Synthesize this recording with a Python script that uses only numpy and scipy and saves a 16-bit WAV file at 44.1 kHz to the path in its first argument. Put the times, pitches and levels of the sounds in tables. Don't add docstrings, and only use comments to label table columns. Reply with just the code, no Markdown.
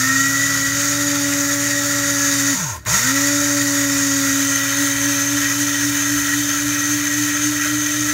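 import sys
import numpy as np
from scipy import signal
from scipy.fft import rfft, irfft, next_fast_len
from scipy.io import wavfile
from scipy.ndimage import uniform_filter1d, map_coordinates

SR = 44100
rng = np.random.default_rng(int(sys.argv[2]) if len(sys.argv) > 2 else 0)


def pcm_store(signal):
    levels = np.round(np.clip(np.atleast_2d(signal), -1, 1) * 32767)
    wavfile.write(sys.argv[1], SR, levels.astype(np.int16).T)


def volts_from_decibels(level):
    exponent = np.asarray(level, float) / 20
    return 10 ** exponent


N = 358533
OFF_S, ON_S = 2.53, 2.853
STILL_DB = -14

# time in seconds, turns per second in Hz,
# unbalance level in dB, blade-tip level in dB.
RUNNING = [(0, 258.6, -24.5, -48), (.15, 269.5, -24, -46.5), (.45, 280, -29, -42), (.66, 276.2, -28, -42),
           (.8, 283.5, -28.5, -37.5), (1.02, 287.3, -24.5, -35), (1.32, 283.5, -23, -33.5),
           (1.75, 285.4, -26.5, -34.5), (2.1, 283.5, -26.5, -33), (2.5, 280, -23, -39),
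           (3.33, 288.3, -22.5, -31), (4.31, 276.4, -22, -39), (4.44, 278.5, -21, -38.5),
           (4.6, 277.4, -28, -38), (5.15, 281.2, -26, -37.5), (5.7, 285, -26, -45.5),
           (6.5, 287.2, -26.5, -49), (8.13, 296.5, -25.5, -47)]
# time in seconds, unbalance swell in dB, hum swell in dB.
SHAKES = [(4.82, 6, -2), (5.08, 5, 2), (5.35, 5, 3), (5.62, 4.5, 6), (5.87, 5.5, 6), (6.14, 5, 3),
          (6.385, 5, 7), (6.67, 4.5, 8), (6.94, 5, 6), (7.21, 5.5, 8), (7.48, 5.5, 9), (7.75, 4.5, 7),
          (8.01, 3, 8)]
# time in seconds, share of lifting from 0 to 1.
LIFT = [
    (0, 0.03),
    (4.3, 0),
    (4.55, 0.99),
    (8.13, 1),
]


def speed():
    t = np.arange(N) / SR
    coast_s, spin_up_s = .19, .108
    left = np.exp(-np.clip(t - OFF_S, 0, ON_S - OFF_S) / coast_s)
    lost = (1 - left) * np.exp(-(np.clip(t - ON_S, 0, None) / spin_up_s) ** 1.12)
    loaded = curves(RUNNING)[0] + 0.76 * swell(1, width=.07)
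    return loaded * (1 - lost)


def shaft_phase():
    return 2 * np.pi * np.cumsum(speed() * (1 + 0.00204 * wobble(25))) / SR


def torque_db():
    return -13 * unpowered() + STILL_DB * at_rest()


def order_db(hz, order, db, mode_hz, width_hz, gain_db):
    # time in seconds, half length in seconds, order, change in dB.
    flare_events = [(.05, .06, 4, 16), (.12, 0.17, 7, 11), (.02, 0.033, 7, -4), (.2, 0.22, 5, 3),
                    (.2, 0.18, 9, 6), (.3, .2, 11, 7.5), (.38, .07, 5, 6.5), (.42, .06, 7, 6.5),
                    (0.542, .2, 7, 4), (.87, .12, 5, 5), (1.106, .14, 3, 9.5), (1.1, .1, 7, -8),
                    (1.7, 0.59, 6, 4), (1.9, .15, 3, 3), (2.23, .08, 6, 9), (2.5, 0.054, 7, 5.5),
                    (2.94, 0.021, 7, 12), (2.94, .03, 6, 8), (3.05, 0.051, 6, 19), (3.6, 0.45, 6, -1),
                    (4.28, 0.22, 7, -8), (3.171, 0.046, 7, 0.5), (3.18, .04, 6, 11), (4.7, .5, 5, 7),
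                    (4.95, 0.31, 4, -2), (6.5, .4, 6, 4), (7.25, .15, 6, 10)]
    tips_db, order = curves(RUNNING)[2], round(order)
    crossing = gain_db * np.exp(-((order * hz - mode_hz) / width_hz) ** 4)
    flares = bells([row for row in flare_events if round(row[2]) == order], 3)
    shared = (order < 5) * 0.48 * (tips_db - tips_db.mean())
    return db + crossing + flares + shared


def shaft_orders(phase):
    # frequency in Hz, gain in dB.
    mount_gain = [(50, -26), (95, -9.5), (120, -8), (185, -5), (215, -14), (238, -17), (256, -3), (272, 0)]
    # order, level in dB, mode in Hz, width in Hz, gain in dB.
    chatter_orders = [(3, -56.5, 857, 20, 4.5), (4, -56.5, 1126, 25, 10.5), (5, -45.5, 1340, 49, 15),
                      (6, -47, 1700, 33, 8.5), (7, -46, 1896, 90, 19), (9, -62.5, 2440, 80, 16),
                      (11, -63, 3030, 80, 15)]
    hz, sink_db = speed(), torque_db()
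    loaded, unbalance_db, tips_db = curves(RUNNING)

    slowness = np.clip(9 * (1 - hz / loaded), 0, 1)
    tips_db = tips_db + sink_db - 12 * (.5 + .5 * ramp(ON_S, .01)) * slowness
    f, mount_db = np.transpose(mount_gain)
    unbalance_db = unbalance_db + np.interp(hz, f, mount_db)
    unbalance_db += swell(1, width=0.048) + 0.24 * swell(1, width=.04, lag=0.088)

    whine = tone(phase, unbalance_db + .4 * wobble(17))
    whine += tone(2 * phase, tips_db + 1.6 * wobble(30))
    for row in chatter_orders:
        dips_db = 3.3 * np.abs(wobble(28)) + 4.2 * np.abs(wobble(60))
        whine += tone(round(row[0]) * phase, order_db(hz, *row) + sink_db + 4.0 - dips_db)
    return whine


def mains_hum(phase):
    # time in seconds, half length in seconds, change in dB.
    surges = [
        (0, .1, 3),
        (1.4, .1, -3),
        (2.55, .02, 6),
        (2.88, 0.015, 9.5),
        (2.925, .035, -3),
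        (4.55, 0.39, -3),
    ]
    # time in seconds, level in dB.
    sideband_levels = [
        (0, -42),
        (1.5, -45),
        (2.5, -63),
        (3.05, -39),
        (3.13, -56),
        (4.4, -56),
    ]
    field = 2 * np.pi * 120 * np.arange(N) / SR
    hum_db = -34 - 23 * unpowered() + bells(surges, 2) + swell(2, width=0.066)
    hum_db -= 0.73 * curves([(4.1, 0, 0), *SHAKES])[1]
    hum = tone(field, hum_db + .6 * wobble(17)) + tone(2 * field, hum_db - 24 + 2.5 * wobble(12))

    beat_db = curves(sideband_levels)[0] - 17 * (ramp(OFF_S, .04) - ramp(ON_S + .14, .04))
    beats = tone(phase - field, beat_db + 1.6 * wobble(12))
    beats += tone(phase + field, beat_db - 15.0 + 3.7 * wobble(12))
    return hum + beats


def seed_clumps(phase):
    clump_db = 0.26 * wobble(9) + 0.63 * wobble(45) + 0.77 * wobble(300) + 0.63 * np.sin(phase)
    return volts_from_decibels(clump_db)


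def struck(clumps, response):
    return filtered(clumps * rng.standard_normal(N), response)


def modes(table):
    # frequency in Hz, level in dB per Hz.
    fizz_spectrum = [(700, -70), (1150, -27), (2200, -48), (4100, -28), (5000, -36), (6500, -21),
                     (7800, -25.5), (10400, -28), (11500, -23), (13500, -24.3), (14500, -23),
                     (15700, -24.4)]

    def response(f):
        power = sum(volts_from_decibels(2 * db) * (f * w) ** 2 / ((c * c - f * f) ** 2 + (f * w) ** 2)
                    for c, w, db in table)
        highpass = f ** 4 / (f ** 4 + 1100 ** 4)
        return np.sqrt(power * highpass + colour(fizz_spectrum)(f) ** 2)
    return response


def ringing_cup(clumps):
    # mode in Hz, width in Hz, level in dB.
    standing_modes = [(1333, 67, -6.2), (1423, 102, -7.8), (1606, 41, -10.9), (1899, 87, -1.7),
                      (2429, 168, -15.8), (3029, 215, -20.8), (3734, 291, -14.2), (4661, 235, -13.0),
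                      (5395, 233, -12.5), (5694, 44, -8.9), (5859, 154, -9.2), (6191, 205, -7.4),
                      (6366, 36, -1.5), (6672, 81, -3.1), (6840, 165, -5.0), (7242, 207, -12.8),
                      (7592, 45, -5.8), (8658, 245, -19.7), (9202, 206, -20.4), (9793, 450, -23.5),
                      (11785, 155, -21.7)]
    # mode in Hz, width in Hz, level in dB.
    lifted_modes = [(1329, 53, -5.5), (1403, 53, -8.8), (1499, 40, -8.2), (1631, 38, -7.1),
                    (1709, 74, -8.7), (1905, 59, -0.4), (2378, 71, -11.6), (2541, 99, -16.2),
                    (3079, 199, -14.0), (3591, 122, -15.1), (3853, 180, -16.8), (4458, 270, -18.2),
                    (5341, 287, -16.1), (5805, 202, -13.2), (6218, 103, -2.5), (6337, 37, 0.1),
                    (6668, 94, -9.5), (6768, 450, -10.4), (7544, 116, -14.5), (9068, 450, -20.4),
                    (9795, 209, -21.0)]
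    # delay in seconds, level in dB.
    wall_echoes = [
        (.0043, -18),
        (.0089, -18),
        (.016, -19),
        (.027, -20),
    ]
    lift = np.clip(curves(LIFT)[0], 0, 1)
    cup = np.sqrt(1 - lift) * struck(clumps, modes(standing_modes))
    cup += np.sqrt(lift) * struck(clumps, modes(lifted_modes))
    cup = patchy(cup, depth_db=1.21)
    return cup + sum(volts_from_decibels(db) * np.roll(cup, round(s * SR)) for s, db in wall_echoes)


def grinding(clumps, jolt_events):
    # time in seconds, level in dB.
    powder_swirl = [
        (2.52, 0.5),
        (2.68, -6),
        (2.73, -10.5),
        (2.79, -26),
        (2.847, -35),
        (2.864, -9.5),
        (2.9, 2),
        (2.96, 2.5),
        (3.0, 0),
    ]
    t = np.arange(N) / SR
    swirl_db = curves(powder_swirl)[0]
    swirl_db += 1.5 * (ramp(ON_S, 0.044) - ramp(ON_S + 0.16, 0.49))
    swirl_db -= ramp(.15, .12) - ramp(1.9, 0.18)
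    hiss_db = -20.8 + swirl_db + 0.24 * swell(1, width=0.073, lag=0.019) + 0.17 * wobble(4.006)
    hiss_db -= ramp(4.85, 1.8)
    body_db = -25.6 + 0.77 * swirl_db + bells(jolt_events, 2)
    body_db += -0.25 * swell(2, width=0.071) + 0.33 * wobble(8.3)

    cup = ringing_cup(clumps)
    low = lambda hz: 1 / (1 + (hz / 2900) ** 8)
    body = unit(filtered(cup, low))
    hiss = unit(filtered(cup, lambda hz: 1 - low(hz)))
    coast_db = np.interp(t, [2.52, 2.62, 2.74, 2.8, 2.85, 2.856], [0, -3, -4.0, 5, -2, 0])
    air = filtered(hiss, lambda hz: 1 - 1 / (1 + ((hz - 6600) / 1300) ** 6))
    hiss += air * (volts_from_decibels(coast_db) - 1)
    ring = filtered(body, lambda hz: 1 / (1 + ((hz - 1950) / 130) ** 4))
    body += ring * (volts_from_decibels(-5 * (ramp(OFF_S, .06) - ramp(ON_S + .05, .04))) - 1)
    return volts_from_decibels(hiss_db) * hiss + volts_from_decibels(body_db) * body


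def loose_parts(clumps, jolt_events):
    # frequency in Hz, level in dB per Hz.
    rattle_spectrum = [(700, -32), (800, -27), (870, -5), (920, 1), (990, -3.5), (1060, 1), (1150, -24),
                       (1400, -23.5)]
    knock_spectrum = [(260, -46), (330, -11), (420, -10.5), (520, -7), (620, 2.5), (700, -11), (800, -8.5),
                      (950, -44)]
    rumble_spectrum = [(85, -56), (110, 0), (140, -3), (170, -1.5), (200, -2.5), (230, -11.5), (300, -6),
                       (380, -24), (600, -57)]
    t, lift = np.arange(N) / SR, curves(LIFT)[0]
    kick_db = 13 * ramp(ON_S, .011) * np.exp(-np.clip(t - ON_S - .03, 0, None) / 0.18)

    rattle_db = -42.4 - 2.6 * ramp(5.4, 1)
    rattle_db -= 2.4 * (1 - ramp(1.9, 0.37))
    rattle_db += 10 * unpowered()
    rattle_db += 1.8 * STILL_DB * at_rest() + kick_db + 0.72 * wobble(2.95)
    knock_db = -44 - lift + STILL_DB * at_rest() + bells(jolt_events, 3)
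    rumble_db = -42 - 4.4 * lift + 0.43 * STILL_DB * at_rest()
    rumble_db += bells(jolt_events, 4) + 0.99 * wobble(2.95)

    out = volts_from_decibels(rattle_db) * unit(struck(clumps, colour(rattle_spectrum)))
    out += volts_from_decibels(knock_db) * unit(struck(clumps, colour(knock_spectrum)))
    return out + volts_from_decibels(rumble_db) * unit(struck(clumps, colour(rumble_spectrum)))


def seeds(phase):
    # time in seconds, half length in seconds, cup
    # body in dB, base knock in dB, rumble in dB.
    jolt_events = [
        (.1, .1, 1.5, 1, -2),
        (2.565, .025, -1, 3, 11),
        (2.62, .03, 1, 3, 0),
        (2.865, .009, 9.5, -5, 11),
        (2.885, 0.013, 3, 5, 11),
        (2.95, 0.049, 1.5, 8.5, 6),
        (3.06, 0.03, 0, 1, 5),
        (7.65, 0.058, 2.5, 0, -3),
    ]
    clumps = seed_clumps(phase)
    return grinding(clumps, jolt_events) + loose_parts(clumps, jolt_events)


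def switch():
    # time in seconds, tick peak in dB, base jolt in dB.
    contact_events = [
        (2.852, -28.5, -32),
    ]
    out, t = np.zeros(N), np.arange(SR // 4) / SR
    for s, tick_db, jolt_db in contact_events:
        tick = volts_from_decibels(tick_db - 60 * t / .014) * rng.standard_normal(len(t))
        rocking = (t / 0.071) ** 2 * np.exp(2 - 2 * t / 0.074) * np.exp(-(t / .13) ** 4)
        jolt = volts_from_decibels(jolt_db) * rocking * np.sin(2 * np.pi * 68 * t)
        out[round(s * SR):][:len(t)] += tick + jolt
    return out


def kitchen():
    # frequency in Hz, rms level in dB.
    fridge_lines = [
        (102, -47.5),
        (352, -57),
    ]
    # frequency in Hz, level in dB per Hz.
    drone_spectrum = [(25, -30), (48, -20), (57, -5), (67, 5), (77, -2), (86, -5), (100, -40)]
    room_spectrum = [(24, -24), (40, -22), (368, -20), (817, -4), (1520, 14), (2920, -27), (3560, -27),
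                     (6320, -40), (15500, -49)]
    t = np.arange(N) / SR
    hum = sum(tone(2 * np.pi * hz * t, db + 2.0 * wobble(11)) for hz, db in fridge_lines)
    drone = volts_from_decibels(-48.5) * unit(filtered(rng.standard_normal(N), colour(drone_spectrum)))
    hush = volts_from_decibels(-56) * unit(filtered(rng.standard_normal(N), colour(room_spectrum)))
    return hum + drone + hush


def unpowered():
    return ramp(OFF_S, 0.028) - ramp(ON_S, .01)


def at_rest():
    return ramp(2.765, .035) - ramp(ON_S, 0.014)


def swell(column, width, lag=0):
    return bells([(row[0] + lag, width, row[column]) for row in SHAKES], 2)


def bells(rows, column):
    t = np.arange(0, N / SR, .001)
    total = sum(row[column] * np.exp(-((t - row[0]) / row[1]) ** 2) for row in rows)
    return np.interp(np.arange(N) / SR, t, total)


def ramp(start, length):
    return np.clip((np.arange(N) / SR - start) / length, 0, 1)


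def curves(rows):
    s, *cols = np.transpose(rows)
    return [np.interp(np.arange(N) / SR, s, c) for c in cols]


def wobble(rate):
    knots = rng.standard_normal(N // 20)
    steps = np.arange(0, N + 8, 8)
    return np.interp(np.arange(N), steps, map_coordinates(knots, [steps * rate / SR]))


def tone(phase, db):
    return np.sqrt(2) * volts_from_decibels(db) * np.sin(phase + rng.uniform(0, 2 * np.pi))


def unit(x):
    return x / np.sqrt(np.mean(x ** 2) + 1e-20)


def filtered(x, response):
    m = next_fast_len(N + SR // 2)
    return irfft(rfft(x, m) * response(np.fft.rfftfreq(m, 1 / SR)), m)[:N]


def colour(points):
    f, db = np.transpose(points)
    return lambda hz: volts_from_decibels(np.interp(np.log(hz + 1), np.log(f + 1), db))


def patchy(x, depth_db):
    z = signal.stft(x, nperseg=1024)[2]
    patches = uniform_filter1d(rng.standard_normal(z.shape), size=7, axis=0)
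    patches = uniform_filter1d(patches, size=9, axis=1)
    return signal.istft(z * volts_from_decibels(depth_db * unit(patches)), nperseg=1024)[1][:N]


def scene():
    phase = shaft_phase()
    mono = shaft_orders(phase) + mains_hum(phase) + seeds(phase) + switch() + kitchen()
    return np.array([mono, mono])


def top_cut(x):
    return signal.sosfilt(signal.butter(12, 16960, fs=SR, output="sos"), x)


def record(dry):
    kept = filtered(dry[0], lambda hz: hz < 15750)
    mix = np.array([kept, kept])
    return top_cut(mix)


dry = scene()
out = record(dry)
pcm_store(out)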